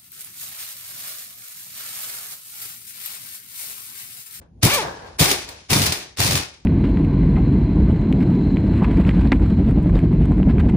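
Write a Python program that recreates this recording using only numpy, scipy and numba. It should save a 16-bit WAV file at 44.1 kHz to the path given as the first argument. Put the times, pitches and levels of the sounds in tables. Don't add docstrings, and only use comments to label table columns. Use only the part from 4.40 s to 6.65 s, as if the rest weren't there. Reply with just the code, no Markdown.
import sys
import numpy as np
from scipy import signal
from scipy.fft import rfft, irfft
from scipy.io import wavfile
from scipy.ndimage import uniform_filter1d, map_coordinates
from numba import njit

SR = 44100
rng = np.random.default_rng(int(sys.argv[2]) if len(sys.argv) > 2 else 0)


def undo_db(level):
    steps = np.asarray(level, float) / 20
    return 10 ** steps


def dump_mix(stems):
    frames = np.atleast_2d(stems).T
    limited = np.clip(frames, -1, 1)
    pcm = np.round(limited * 32767).astype(np.int16)
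    wavfile.write(sys.argv[1], SR, pcm)


N = 99225

# frequency in Hz, level in dB.
AIR_SPECTRUM = [(150, -17), (300, -3.5), (1350, -10), (2250, -9), (4750, -6), (8000, -12), (10500, -9.5),
                (14500, -14.5)]
# frequency in Hz, level in dB.
RATTLE_SPECTRUM = [(150, -11.5), (500, 4.5), (700, -1.5), (900, 2.5), (1200, -5.5), (1700, -3.5),
                   (1900, -12), (9000, -32)]


def curve(rows, col, edge):
    r = np.array(rows, float)
    return np.interp(np.arange(N) / SR, r[:, 0], r[:, col], edge, edge)


def unit(x):
    return x / np.sqrt(np.mean(x ** 2))


def shape(x, table, low_db):
    f, r = np.fft.rfftfreq(N, 1 / SR) + 1, np.array(table, float)
    gain_db = np.interp(np.log(f), np.log(r[:, 0]), r[:, 1], low_db)
    return irfft(rfft(x) * undo_db(gain_db), N)


def colour(x, table):
    return unit(shape(x, table, -77))


def walk(rate):
    k = int(SR / rate)
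    return unit(uniform_filter1d(uniform_filter1d(rng.standard_normal(N), k), k))


def wide():
    same_hz = 500
    mid, side = rng.standard_normal((2, N))
    f = np.fft.rfftfreq(N, 1 / SR)
    side = irfft(rfft(side) * f / np.hypot(f, same_hz), N)
    return np.array([mid + side, mid - side])


def motor():
    # time in seconds, vane rate in Hz, chuff level in dB.
    pull_1 = [(.233, 96, -32), (.24, 98, -19), (.262, 130, -19), (.278, 320, -21), (.296, 400, -22),
              (.325, 555, -23.5), (.357, 605, -23.5), (.403, 420, -24), (.46, 225, -38), (.52, 160, -60)]
    pull_2 = [(.8, 130, -45), (.809, 135, -17), (.822, 160, -18), (.845, 290, -27), (.885, 415, -29),
              (.915, 430, -28), (.93, 330, -34), (.97, 390, -37), (1.05, 375, -50)]
    pull_3 = [(1.303, 92.9, -33), (1.331, 153.5, -19), (1.34, 116.4, -33.5), (1.37, 157.2, -16),
              (1.382, 120, -35), (1.414, 143.2, -24.5), (1.429, 95.06, -32.5), (1.5, 78.76, -33.5),
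              (1.542, 97.96, -45)]
    pull_4 = [(1.785, 80.7, -47), (1.805, 104.9, -26), (1.834, 89.9, -40), (1.858, 107.7, -27.5),
              (1.873, 92.2, -35.5), (1.895, 86.56, -29), (1.952, 95.3, -30), (2.001, 82.4, -38),
              (2.041, 94.4, -61)]
    # frequency in Hz, level in dB.
    exhaust = [(50, 8), (120, 8), (220, -6), (350, -2), (560, -6), (850, 3), (1700, -1), (2300, 4)]
    jitter, shimmer_db, order_db = .022, 3, 2.2
    rumble_db, rumble_hz = 6, 138

    pulls = pull_1, pull_2, pull_3, pull_4
    hz = sum(curve(p, 1, 0) for p in pulls) * (1 + jitter * walk(117.8))
    phase = 2 * np.pi * np.cumsum(hz) / SR
    gain = uniform_filter1d(sum(undo_db(curve(p, 2, -200)) for p in pulls), size=300)

    r = np.array(exhaust, float)
    chuff = 0
    for k in range(1, 11):
        port_db = np.interp(np.log(k * hz + 1), np.log(r[:, 0]), r[:, 1])
        level = undo_db(port_db + shimmer_db * walk(78) - order_db * k)
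        chuff = chuff + level * np.cos(k * phase - 0.716 * k * k)

    rumble = colour(wide(), [(35, -30), (65, -6), (rumble_hz, 0), (260, -11), (600, -26), (2000, -60)])
    slow = 1 / (1 + (hz / 220) ** 4)
    return gain * (chuff + undo_db(rumble_db) * rumble * slow) + booms(), phase


def booms():
    # start in seconds, peak level in dB, frequency in Hz.
    openings = [
        (.237, -23, 100),
        (.803, -20, 141.2),
        (1.309, -17, 120),
        (1.792, -20, 98),
    ]
    rise_s, fall_s = 0.067, 0.037
    out = 0
    for s, db, hz in openings:
        t = np.maximum(np.arange(N) / SR - s, 0)
        swell = (1 - np.exp(-t / rise_s)) * np.exp(-t / fall_s)
        tone = np.sin(2 * np.pi * hz * t) + 0.34 * np.sin(np.pi * hz * t)
        out = out + undo_db(db + 7.5) * swell * tone
    return out


def hiss(phase):
    # time in seconds, hiss level in dB.
    air_flow = [
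        [(.214, -56), (.226, -33.5), (.232, -15), (.266, -15), (.284, -16), (.32, -22.5), (.345, -16.5),
         (.395, -25.5), (.5, -44.5), (.77, -52.5)],
        [(.783, -53), (.787, -23.5), (.797, -11), (.82, -16.5), (.882, -20), (.918, -20), (.924, -27.5),
         (1.05, -36), (1.28, -51)],
        [(1.284, -48.5), (1.302, -22), (1.318, -16), (1.34, -21), (1.46, -20.5), (1.518, -29.5), (1.6, -35.5),
         (1.755, -56.5)],
        [(1.765, -49), (1.773, -40), (1.786, -26), (1.803, -20), (1.824, -20.5), (1.95, -21.5), (1.975, -25),
         (2.096, -40.5), (2.25, -59)],
    ]
    # frequency in Hz, level spared in
    # dB.
    dull_split = [(6500, 0), (12500, -35)]
    dulling, top_dulling = 0.43, .5
    flutter_db, puff_depth = 2., .25

    flow = sum(undo_db(curve(a, 1, -200)) for a in air_flow)
    air = housing(colour(wide(), AIR_SPECTRUM))
    low = shape(air, dull_split, 0)
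    air = low + (air - low) * (flow / undo_db(-22.5)) ** dulling
    top = shape(air, [(12000, -60), (12600, 0)], -60)
    air = air - top * (1 - np.minimum(flow / undo_db(-18), 1) ** top_dulling)
    puffs = 1 + puff_depth * np.cos(phase)
    return flow * undo_db(flutter_db * walk(84.5)) * puffs * air


def housing(x):
    # frequency in Hz, width in Hz, lift over the hiss in dB.
    resonances = [(1837, 170, 1), (2184, 116, 4.5), (2430, 130, 4), (3575, 66, 1), (4000, 120, 0.5),
                  (4824, 117, 0), (5700, 320, 1.5)]
    f = np.fft.rfftfreq(N, 1 / SR)
    lift_db = sum(db / (1 + (2 * (f - hz) / width) ** 2) for hz, width, db in resonances)
    return unit(irfft(rfft(x) * undo_db(lift_db), N))


def hammer():
    # start in seconds, peak level in dB.
    blows = [(0.0155, -53.5), (0.7941, -8), (0.7994, -13.5), (0.8566, -9.5), (0.8835, -23), (0.904, -18),
             (0.9133, -6), (1.0885, -24), (1.259, -61), (1.3029, -16), (1.3309, -4), (1.3643, -13.5),
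             (1.4167, -10), (1.4631, -8.5), (1.5222, -9.5), (1.5707, -25.5), (1.7715, -23), (1.8019, -6),
             (1.8156, -14), (1.8636, -11.5), (1.9085, -12.5), (1.954, -8.5)]
    # frequency in Hz, level in dB, 100 dB decay in seconds.
    anvil = [(830, 0, 0.027), (1180, -9, 0.022), (2090, 4, 0.024), (2570, 6, 0.044), (3670, 6, 0.06),
             (4040, 5, 0.034), (4750, 4, 0.06), (5760, 3.5, 0.035), (7050, -5, 0.06), (10260, -8, 0.05)]
    crack_s, crack_db = .005, -9
    shake_s, shake_db = 0.033, -15
    ring_db, strike_db, detune = -21, 2.5, 0.043
    contact_s = 0.00024

    out, t = np.zeros((2, N + SR)), np.arange(SR // 4) / SR
    modes = np.array(anvil, float)
    grit = np.tile(housing(colour(wide(), AIR_SPECTRUM)), 2)
    fade = undo_db(crack_db) * np.exp(-t / crack_s) + undo_db(shake_db) * np.exp(-t / shake_s)
    onset = np.minimum(t / contact_s, 1)
    for s, db in blows:
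        luck = rng.standard_normal((len(modes), 3))
        hz = modes[:, :1] * (1 + detune * luck[:, :1])
        level = undo_db(modes[:, 1:2] + strike_db * luck[:, 1:2] - 100 * t / modes[:, 2:])
        ring = [(level * np.sin(2 * np.pi * hz * t + c * luck[:, 2:])).sum(0) for c in (0, 2)]
        i = int(s * SR)
        blow = fade * grit[:, i:i + len(t)] + undo_db(ring_db) * np.array(ring)
        out[:, i:i + len(t)] += undo_db(db) * onset * blow
    return out[:, :N]


def coast():
    # time in seconds, rattle level in dB.
    rattle_level = [(.405, -42), (.43, -26.5), (.55, -41), (.68, -41.5), (.76, -52.5), (.93, -79),
                    (.96, -45), (1.05, -62), (1.1, -41.5), (1.17, -53), (1.26, -68.5), (1.5, -74.5),
                    (1.55, -44.5), (1.7, -69), (1.95, -68), (2., -45), (2.15, -65), (2.25, -85)]
    knocks = wide() * undo_db(1.9 * walk(340))
    return undo_db(curve(rattle_level, 1, -200)) * colour(knocks, RATTLE_SPECTRUM)


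@njit
def walls(x, lags, gain, damp):
    line, soft, out = np.zeros((8, 4096)), np.zeros(8), np.zeros((2, x.shape[1]))
    for i in range(x.shape[1]):
        total = 0.
        for k in range(8):
            soft[k] += (1 - damp) * (gain[k] * line[k, (i - lags[k]) & 4095] - soft[k])
            total += soft[k]
            out[k % 2, i] += soft[k]
        for k in range(8):
            line[k, i & 4095] = x[k % 2, i] + soft[k] - total / 4
    return out


def yard():
    # frequency in Hz, level in dB.
    hum_spectrum = [(20, -45), (40, -11), (60, 6), (110, -1), (200, -5.5), (400, -18.5), (850, -27),
                    (1200, -44.5), (5000, -50)]
    # time in seconds,
    # gain in dB.
    duck = [(0, -3.5), (.5, 0), (.75, -2.5), (1., 6.5), (1.25, -13), (1.6, 1.5), (1.75, -12.5), (2.25, -10)]
    tail_level = curve([(.012, -62), (.016, -50), (.2, -99)], 1, -200)
    tail = undo_db(tail_level) * colour(wide(), RATTLE_SPECTRUM)
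    throb_db = 1.8 * walk(8.9)
    return undo_db(-45 + curve(duck, 1, 0) + throb_db) * colour(wide(), hum_spectrum) + tail


def scene():
    room_t60_s, room_db, room_damp = 0.29, -10.5, .36
    room_band_hz, chuff_wet = (122, 11500), .45
    chuff, phase = motor()
    tool = hiss(phase) + hammer() + coast()
    lags = np.array([331, 457, 613, 797, 977, 1213, 1451, 1709])
    band = signal.butter(2, room_band_hz, "band", fs=SR, output="sos")
    send = signal.sosfilt(band, tool + chuff_wet * chuff)
    echo = walls(send, lags, undo_db(-60 * lags / SR / room_t60_s), room_damp)
    return tool + chuff + undo_db(room_db) * echo + yard()


def thin(mid, side):
    mask_db, mask_from_hz = -10, 7000
    quiet_db, quiet_rise_db_khz = -118, 2.2
    f, _, z = signal.stft(np.array([mid, side]), SR, nperseg=1024)
    bands = np.abs(z[:, :512].reshape(2, 64, 8, -1)) ** 2
    band_hz = f[:512:8, None]
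    level = uniform_filter1d(np.sqrt(bands.mean(axis=2)), size=2, axis=-1)
    luck = uniform_filter1d(rng.standard_normal((2, 64, bands.shape[-1])), size=5)
    level = level * undo_db(5.0 * luck)
    unmasked = level > undo_db(mask_db) * level[::-1]
    audible = level > undo_db(quiet_db + quiet_rise_db_khz * band_hz / 1000)
    keep = (unmasked & audible) | (band_hz < mask_from_hz)
    z = z[:, :513] * np.pad(np.repeat(keep, 8, axis=1), ((0, 0), (0, 1), (0, 0)))
    return signal.istft(z, SR, nperseg=1024)[1][:, :N]


def band_limit(x):
    return signal.sosfilt(signal.butter(12, 16460, fs=SR, output="sos"), x)


def record(dry):
    # frequency in Hz, level in dB.
    sum_response = [(10600, 0.5), (11150, -2), (11500, -30), (12750, -32), (13150, 3), (15000, 3),
                    (15500, -8), (15900, -40)]
    difference_response = [(9300, -6.5), (10000, -16), (10600, -13.5), (11300, 3.5), (12700, -25),
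                           (13500, -36), (14300, -39), (15000, 9), (15750, 0.5), (15950, -48.5)]
    port_lag_s, left_db, ceiling, top_hz = 0.00011, 1.4, 1.05, 15900
    late = map_coordinates(dry[1], [np.arange(N) - port_lag_s * SR], mode="nearest")
    ports = np.array([dry[0] * undo_db(left_db / 2), late * undo_db(-left_db / 2)])
    left, right = ceiling * np.tanh(ports / ceiling)
    mid = shape(left + right, sum_response, 0) / 2
    side = shape(left - right, difference_response, 0)
    side = shape(side, [(60, -3.0), (200, -6.5), (500, 0.5)], -18) / 2
    mid, side = thin(mid, side)
    top_cut = signal.ellip(8, .2, 70, top_hz, fs=SR, output="sos")
    mix = signal.sosfilt(top_cut, [mid + side, mid - side])
    return band_limit(mix)


dry = scene()
out = record(dry)
dump_mix(out)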